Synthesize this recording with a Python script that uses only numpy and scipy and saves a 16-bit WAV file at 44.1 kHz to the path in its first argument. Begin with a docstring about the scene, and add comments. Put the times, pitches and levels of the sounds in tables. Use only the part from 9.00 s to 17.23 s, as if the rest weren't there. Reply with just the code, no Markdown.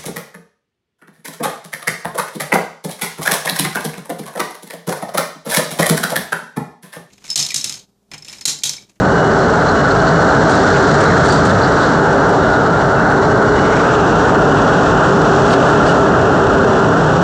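"""Subway ride through a curved tunnel

A train runs at a steady speed, heard from inside the front car. Shaped noise makes the wheels roar and
the flanges hiss, rub and scrape; wandering tones make the rails sing, the cabin boom and a wheel moan.
Decaying noise bursts rattle loose fittings, and thin sines whine for the electric drive.
Fast gain control holds the loudness even, so source levels are mix levels ahead of it."""
import sys
import numpy as np
from scipy import signal
from scipy.fft import rfft, irfft, next_fast_len
from scipy.io import wavfile
from scipy.ndimage import uniform_filter1d, minimum_filter1d, map_coordinates

SR = 44100
rng = np.random.default_rng(int(sys.argv[2]) if len(sys.argv) > 2 else 0)


def store_pcm(level_fs):
    """Save levels as 16-bit WAV."""
    pcm = np.round(np.clip(level_fs, -1, 1) * 32767).astype(np.int16)
    wavfile.write(sys.argv[1], SR, np.atleast_2d(pcm).T)


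N = 362943
TIME = np.arange(N) / SR  # seconds

# tightness of the curve: t/s, tightness (0 straight - 1 tight)
BEND = [(0, 0.73), (2.1, 0.85), (2.85, 0.75), (3.05, 0.59), (4.5, 0.71), (4.95, 0.1), (8.23, 0.059)]
# sideways slip of the treads: t/s, level/dB over the usual slip
SLIP = [(0, -2), (1.2, 0.7), (1.6, 3), (2.35, 2.8), (2.56, 1.2), (2.87, 1.3), (2.97, -0.9), (4.3, -3.5),
        (4.8, 0.1), (5.2, -0.8), (5.7, -0.5), (6.7, 1), (7.2, -2), (8.23, -1.5)]
# stretches of corrugated rail: start/s, end/s, extra drumming/dB
RIPPLES = [(.2, .48, 3.5), (1.45, 2.2, 3), (4.15, 4.6, 7), (4.68, 5.0, 4.5), (5.23, 5.5, 5),
           (5.78, 7.55, 4), (7.62, 7.88, 7)]
# stretches of uneven track that set the cabin booming: start/s, end/s, f/Hz, level/dB rms
BUMPS = [(-0.1, 0.167, 170.4, -18.5), (0.99, 1.253, 168, -17.5), (1.33, 1.585, 172.4, -21.5),
         (1.88, 2.098, 150, -19), (2.2, 2.607, 172, -21), (2.05, 2.8, 93.9, -26), (5.0, 5.6, 55.4, -31),
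         (6.007, 6.293, 168.8, -18.5), (7.0, 7.703, 87.5, -30.5), (7.55, 7.795, 211.8, -20),
         (7.904, 8.35, 170.7, -17.5)]
RUN_ON_S = 0.24  # fade as the wheels run onto a stretch or off it, centred on its edge
BOOM_WANDER_HZ = 9

# spectra of the rolling noise, floor then tunnel: f/Hz, relative density/dB per Hz
RUMBLE_SPECTRUM = [(12, -23), (30, -29), (42, -17), (54, -1.5), (74, -6), (100, -0.5), (170, -4),
                   (240, -8.5), (400, -24), (900, -78)]
ROAR_SPECTRUM = [(130, -30.5), (250, -3), (290, -1.5), (345, -3.5), (470, 0), (505, -2.5), (660, 0),
                 (850, -4), (1000, -6.5), (1300, -12), (2200, -32), (4000, -87.5)]
# spectra of the rail ring, in the curve then on straight track: f/Hz, relative density/dB per Hz
RAIL_BENT = [(700, -35.5), (1050, -9.5), (1250, 0), (1400, 0), (1500, 2), (1620, -1), (1780, -8.5),
             (1950, -12), (2250, -22), (3200, -51), (8000, -82.5)]
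RAIL_STRAIGHT = [(700, -29), (1050, -4.5), (1250, -1), (1400, 3), (1500, -1), (1620, -3.5), (1780, -9),
                 (1950, -19), (2250, -34), (3200, -43.5), (8000, -80.5)]
# resonances of the cabin air, the rail ripples and the car panels: f/Hz, width/Hz, relative level/dB
CABIN = [(101.6, 15, -12), (138.7, 13, -1), (170.4, 15, -1), (221, 20, -4.5)]
CORRUGATION = [(385.5, 12, -0.58), (396, 20, 1.2), (436.5, 24, 1.4)]
PANELS = [(288, 37, 0.7), (469, 8.5, -4), (532, 9.8, -5), (550, 12, -8.5), (642, 69, -6), (764, 23, -12.5),
          (801, 18, -11.5), (848, 17, -6), (903, 16, -6), (972, 14, -11)]
# level of the tunnel roar: t/s, level/dB over its usual value
ROAR_SWELL = [(0, -1), (1.2, 0.5), (1.8, 0.2), (2.6, -0.6), (3.2, 0), (4.4, -.9), (5, 0.3), (6.6, 0.7),
              (7.4, 0), (8.23, -0.5)]
RUMBLE_DB, BOOM_DB, DRUM_DB, ROAR_DB, RAIL_DB = -22.5, -20, -24, -13.5, -18.5  # usual levels
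RAIL_PER_SLIP = 0.44  # dB of rail ring per dB of slip
# clean tones of the rail ripples: f/Hz, level/dB beside their drumming
HUMS = [(401, -4.5), (433, -7.5)]
HUM_WANDER_HZ, HUM_SWAY_DB = 10, 2.5

# notes the rails sing under the wheels: f/Hz, straight-track level/dB rms, tightest-curve level/dB rms
RAIL_NOTES = [(1095, -31.5, -33.5), (1223, -30, -38.5), (1378, -29.5, -30.5), (1486, -30, -27.5)]
RAIL_WANDER_HZ, RAIL_SWAY_DB = 25.13, 1.5  # how far those notes stray in pitch and in level

# spectrum of slipping treads and grit: f/Hz, relative density/dB per Hz
HISS_SPECTRUM = [(1400, -21.5), (2200, -2.5), (3500, 7), (4450, 5.5), (4900, 3.5), (5750, 6), (6100, 5),
                 (6500, 2), (7000, 3.5), (7450, 1.5), (8100, -3), (8800, -12), (9800, -42.5)]
HISS_DB = -34.5  # at the usual slip
# resonances of the rubbing flange and the ringing wheel: f/Hz, width/Hz, relative level/dB
FLANGE = [(2750, 500, 3), (3450, 510, -5.5)]
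WHEEL = [(4180, 620, 2), (4200, 230, -4.5)]
# flange rub and wheel ring: straight-track level/dB, tightest-curve level/dB, dB per dB of slip
RUB_LAW = (-34.5, -45.5, .6)
RING_LAW = (-55.5, -34.5, 0.4)
# grit under the treads: cracks per second, dB at the usual slip, dB per dB of slip, decay by 60 dB
GRIT_PER_S, GRIT_DB, GRIT_PER_SLIP, GRIT_T60_S = 45, -47, 1.4, 0.016

# higher thin tones of the electric drive, each wavering around one level: f/Hz, usual level/dB rms
DRIVE = [(4265, -56.5), (5600, -56.5), (5687, -53.5), (6935, -59), (7454, -64.5), (7713, -66.5),
         (8271, -66), (8531, -69)]
# strength of its main tone: t/s, level/dB over WHINE_DB
WHINE = [(0, -2), (0.2, 3), (0.65, -4.5), (1.0, -0.5), (1.6, -4), (2.2, -6), (3.0, 0), (3.6, -2),
         (4.45, -5), (4.62, 6), (4.85, -.5), (5.7, -.5), (6.8, -2), (6.9, 10), (6.97, -3), (8.23, -3)]
WHINE_HZ, WHINE_DB = 2932, -45

# short scrapes of a flange, and the wide bursts near 6.9 s as the wheels cross a rail joint: t/s at the middle,
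# length/s, f/Hz, width/Hz, level/dB at the top of the swell
SCRAPES = [(0.694, 0.032, 4200, 250, -31), (1.089, .07, 4400, 350, -35), (1.76, 0.03, 2450, 600, -31),
           (1.558, .09, 4200, 600, -36), (1.745, .03, 4300, 500, -32), (2.024, 0.046, 2040, 407, -28.5),
           (2.1, 0.063, 1830, 248, -25.5), (2.07, 0.024, 4030, 400, -32), (2.332, 0.069, 4620, 220, -29),
           (2.336, 0.037, 7650, 250, -38), (2.399, 0.016, 3500, 600, -34), (2.501, .014, 4000, 704, -28),
           (2.643, .03, 4450, 420, -28), (2.835, 0.07, 4040, 1106, -32.5), (3.522, .2, 3740, 700, -37),
           (3.992, 0.05, 2710, 90, -39), (5.727, 0.19, 3100, 1000, -39), (6.524, 0.06, 3160, 2210, -28),
           (6.893, 0.037, 2900, 110, -31.5), (6.689, 0.042, 4200, 3000, -37.5),
           (6.881, 0.03, 3970, 2410, -28.5), (6.915, 0.02, 3770, 2200, -33)]
# loose fittings knocking: t/s, strength/dB (sets their balance), t60/s
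RATTLES = [(1.02, -33.5, .15), (1.495, -20.5, .15), (1.552, -24, .05), (2.004, -21.5, 0.1),
           (2.039, -24, 0.056), (2.247, -22, 0.21), (2.285, -25, 0.064), (2.323, -22, 0.2),
           (2.451, -18.5, 0.11), (2.494, -24.5, 0.073), (2.6, -26.5, 0.055), (3.291, -24.5, 0.067),
           (4.1, -27, 0.13), (6.521, -21, .025)]
RATTLE_TRIM_DB = -5.5  # added to every strength
# resonances of the fittings: f/Hz, width/Hz, relative level/dB
FITTINGS = [(3540, 800, -5), (4500, 6000, 4), (5800, 520, -13.5), (7300, 800, -9)]
# gliding moans of a wheel: start/s, end/s, first f/Hz, last f/Hz, level/dB rms at the top of the swell
MOANS = [(3.417, 3.66, 1458, 1435, -19), (3.599, 3.839, 1266, 1430, -24), (3.863, 4.061, 1410, 1510, -22.5),
         (4.06, 4.25, 1440, 1530, -25), (4.318, 4.621, 1350, 1580, -24), (4.851, 4.965, 1538, 1380, -24)]
MOAN_WANDER_HZ = 7
# a long scrape as the curve opens, rising in pitch: t/s, f/Hz, level/dB
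RELEASE = [(4.4, 1754, -54), (4.58, 1820, -31), (4.72, 1930, -29.5), (4.83, 2253, -35), (4.93, 2602, -37),
           (5.1, 3000, -48)]
RELEASE_HALF_WIDTH_HZ = 420  # to either side of the pitch, where its noise is 6 dB down
# faint dry ticks, added after the gain control: t/s, starting level/dB
TICKS = [(4.690, -49.5), (6.5222, -35.5)]
TICK_HZ, TICK_T60_S = 11300, .002
TREBLE_HZ, TOP_HZ = 9900, 13000  # upper limit of the scene, and of the ticks


def amp(db):
    """Decibels to gain."""
    return 10 ** (np.asarray(db) / 20)


def unit(x):
    """Scale to rms 1."""
    return x / np.sqrt(np.mean(x ** 2) + 1e-20)


def curves(rows):
    """One value per sample for each column after the time."""
    s, *cols = np.transpose(rows)
    return [np.interp(TIME, s, c) for c in cols]


def wobble(rate):
    """A smooth random curve, rate knots a second."""
    coarse = TIME[::20]
    knots = rng.standard_normal(4000)
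    return np.interp(TIME, coarse, map_coordinates(knots, [coarse * rate], mode="wrap"))


def filtered(x, response):
    """x times a response given as a function of frequency."""
    m = next_fast_len(N + SR // 2)
    return irfft(rfft(x, m) * response(np.fft.rfftfreq(m, 1 / SR)), m)[:N]


def coloured(x, spectrum):
    """x shaped by (Hz, dB) points on a log axis, at rms 1."""
    f, db = np.transpose(spectrum)
    return unit(filtered(x, lambda hz: amp(np.interp(np.log(hz + 1), np.log(f), db))))


def ringing(x, modes):
    """x through steep-sided resonances, at rms 1."""
    def band(f, centre, width):
        return np.abs(f * width / (centre ** 2 - f ** 2 + 1j * f * width)) ** 2

    # squaring narrows each band; the factor pi / 2 widens it again
    return unit(filtered(x, lambda f: sum(amp(db) * band(f, hz, width * np.pi / 2)
                                          for hz, width, db in modes)))


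def noise():
    """Fresh white noise."""
    return rng.standard_normal(N)


def friction(grain_db, flutter_db):
    """Sliding steel: noise that catches and slips in small, uneven bursts."""
    return noise() * amp(grain_db * wobble(110) + flutter_db * wobble(14))


def singing(hz, wander_hz, rate):
    """A tone of rms 1 whose pitch strays slowly and quivers."""
    pitch = hz + wander_hz * (wobble(rate) + 0.7 * wobble(45))
    return np.sqrt(2) * np.sin(2 * np.pi * np.cumsum(pitch) / SR)


def tightness():
    """How tight the curve is, 0-1."""
    return np.clip(curves(BEND)[0], 0, 1)


def stretches(rows):
    """An amount that holds while the wheels run over each (start, end, amount) stretch of track."""
    total = np.zeros(N)
    for start, end, amount in rows:
        inside = np.minimum(TIME - start, end - TIME)
        total += amount * np.clip(.5 + inside / RUN_ON_S, 0, 1)
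    return total


def rolling(sway_rate=3, boom_sway_db=0.4, drum_sway_db=0.5, roar_sway_db=0.38):
    """Rough wheels on rough rails: rumble through the floor, roar from the tunnel, ring from the rails."""
    bend = tightness()
    slip_db = curves(SLIP)[0]
    boom_db = BOOM_DB + boom_sway_db * wobble(sway_rate)
    drum_db = DRUM_DB + stretches(RIPPLES) + drum_sway_db * wobble(sway_rate)
    roar_db = ROAR_DB + curves(ROAR_SWELL)[0] + roar_sway_db * wobble(sway_rate)
    rail_db = RAIL_DB + RAIL_PER_SLIP * slip_db
    # the air in the cabin booms at its own low modes
    rumble = amp(RUMBLE_DB) * coloured(noise(), RUMBLE_SPECTRUM)
    boom = amp(boom_db) * ringing(noise(), CABIN)
    # ripples worn into the rail head drum at a pitch set by the speed
    drum = ringing(noise(), CORRUGATION)
    for hz, db in HUMS:
        drum = drum + amp(db + HUM_SWAY_DB * wobble(10)) * singing(hz, HUM_WANDER_HZ, rate=8)
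    # the tunnel roar comes in through panels and panes, which ring along
    roar = unit(coloured(noise(), ROAR_SPECTRUM) + amp(-4.5) * ringing(noise(), PANELS))
    # side force in the curve brightens the ring of the rails
    contact = friction(grain_db=0.77, flutter_db=0.73)
    rail = bend * coloured(contact, RAIL_BENT) + (1 - bend) * coloured(contact, RAIL_STRAIGHT)
    return rumble + boom + amp(drum_db) * drum + amp(roar_db) * roar + amp(rail_db) * rail


def booming():
    """Uneven track shakes the car body, and the cabin air booms at one unsteady note."""
    return sum(amp(db) * stretches([(start, end, 1)]) * singing(hz, BOOM_WANDER_HZ, rate=9)
               for start, end, hz, db in BUMPS)


def rail_song(sway_rate=8):
    """The rails sing in wavering strands; the highest stands out in the curve."""
    bend = tightness()
    song = np.zeros(N)
    for hz, straight, tight in RAIL_NOTES:
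        level_db = straight + (tight - straight) * bend + RAIL_SWAY_DB * wobble(sway_rate)
        song += amp(level_db) * singing(hz, RAIL_WANDER_HZ, rate=7)
    return song


def curving():
    """Slipping treads hiss; the wheels ring in the curve, and flange rub takes over as it opens."""
    bend = tightness()
    slip_db = curves(SLIP)[0]

    def level(straight, tight, follow):
        return amp(straight + (tight - straight) * bend + follow * slip_db)

    hiss = amp(HISS_DB + slip_db) * coloured(friction(grain_db=-0.16, flutter_db=0.5), HISS_SPECTRUM)
    rub = level(*RUB_LAW) * ringing(friction(grain_db=0.5, flutter_db=0.0), FLANGE)
    ring = level(*RING_LAW) * ringing(friction(grain_db=2.5, flutter_db=0.9), WHEEL)
    return hiss + rub + ring


def grit(scatter_db=4):
    """Grit cracks under the slipping treads, in sharp grains that grow with the slip."""
    cracks = (rng.random(N) < GRIT_PER_S / SR) * amp(scatter_db * np.clip(noise(), -2, 2))
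    decay = amp(-60 * TIME[:SR // 10] / GRIT_T60_S)
    bursts = signal.fftconvolve(cracks, decay)[:N]
    level_db = GRIT_DB + GRIT_PER_SLIP * curves(SLIP)[0]
    return amp(level_db) * coloured(bursts * noise(), HISS_SPECTRUM)


def drive(waver_db=2.5, drift=0.59):
    """Thin electrical tones, wavering as the car sways; the main one swells and fades."""
    tones = [(WHINE_HZ, WHINE_DB + curves(WHINE)[0])] + list(DRIVE)
    whine = np.zeros(N)
    for hz, db in tones:
        phase = 2 * np.pi * hz * TIME + drift * wobble(20)  # drift in radians
        whine += amp(db + waver_db * wobble(22)) * np.sqrt(2) * np.sin(phase)
    return whine


def scrapes():
    """A flange bites the rail for a moment, catching and slipping, and sings in one rough band; near 6.9 s the
    wheels cross a rail joint in wide bursts."""
    out = np.zeros(N)
    for s, length, hz, width, db in SCRAPES:
        swell = np.exp(-2 * ((TIME - s) / length) ** 2)
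        out += amp(db) * swell * ringing(noise() * amp(1.9 * wobble(115)), [(hz, width, 0)])
    return out


def rattles():
    """Each jolt makes loose fittings tick or chatter briefly."""
    jolts = np.zeros(N)
    for s, db, t60 in RATTLES:
        jolts += amp(db + RATTLE_TRIM_DB - 60 * np.abs(TIME - s) / t60) * (TIME >= s)
    return jolts * ringing(noise() * amp(1.8 * wobble(200)), FITTINGS)


def moans():
    """A wheel catches a note for a moment, and the note slides."""
    out = np.zeros(N)
    for start, end, first, last, db in MOANS:
        progress = np.clip((TIME - start) / (end - start), 0, 1)
        pitch = first + (last - first) * progress
        out += amp(db) * np.sin(np.pi * progress) * singing(pitch, MOAN_WANDER_HZ, rate=20)
    return out


def release():
    """The flange lets go of the rail: one rough band glides upward and fades."""
    hz, db = curves(RELEASE)
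    scraping = friction(grain_db=2.0, flutter_db=1.0)
    rough = unit(filtered(scraping, lambda f: 1 / (1 + (f / RELEASE_HALF_WIDTH_HZ) ** 4)))
    # the gliding tone carries the low noise up to its own pitch
    return amp(db) * rough * np.sqrt(2) * np.sin(2 * np.pi * np.cumsum(hz) / SR)


def ticks():
    """Very short, bright ticks: high sines that start at once and die away in milliseconds."""
    out = np.zeros(N)
    for s, db in TICKS:
        decay = amp(db - 60 * np.abs(TIME - s) / TICK_T60_S) * (TIME >= s)
        out += decay * np.sin(2 * np.pi * TICK_HZ * (TIME - s))
    return out


def scene():
    """Everything that reaches the front cabin, as one channel."""
    wheels = rolling() + booming() + rail_song() + curving() + grit()
    moments = scrapes() + rattles() + moans() + release()
    return (wheels + drive() + moments)[None]


def power(x, window):
    """Running mean square, averaged twice over a window of seconds."""
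    span = max(int(window * SR), 2)
    return np.abs(uniform_filter1d(uniform_filter1d(x ** 2, span), span)) + 1e-9


def levelled(x, fast=0.0084, slow=0.42, strength=0.89):
    """Fast gain control pulls each short swell or dip back towards the running level."""
    return x * np.sqrt(power(x, slow) / power(x, fast)) ** strength


def limited(x):
    """A limiter ducks smoothly around every peak near full scale."""
    ceiling, span = .95, int(.003 * SR)
    gain = minimum_filter1d(np.minimum(1, ceiling / (np.abs(x) + 1e-9)), 2 * span)
    return x * uniform_filter1d(uniform_filter1d(gain, span), span)


def record(dry):
    """The recorder evens the level, limits peaks and loses high treble; two faint ticks stand out above."""
    even = limited(levelled(dry[0]))
    dulled = filtered(even, lambda hz: (hz < TREBLE_HZ) / np.sqrt(1 + (hz / 8900) ** 20))
    return filtered(dulled + ticks(), lambda hz: hz < TOP_HZ)[None]


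dry = scene()
out = record(dry)
store_pcm(out)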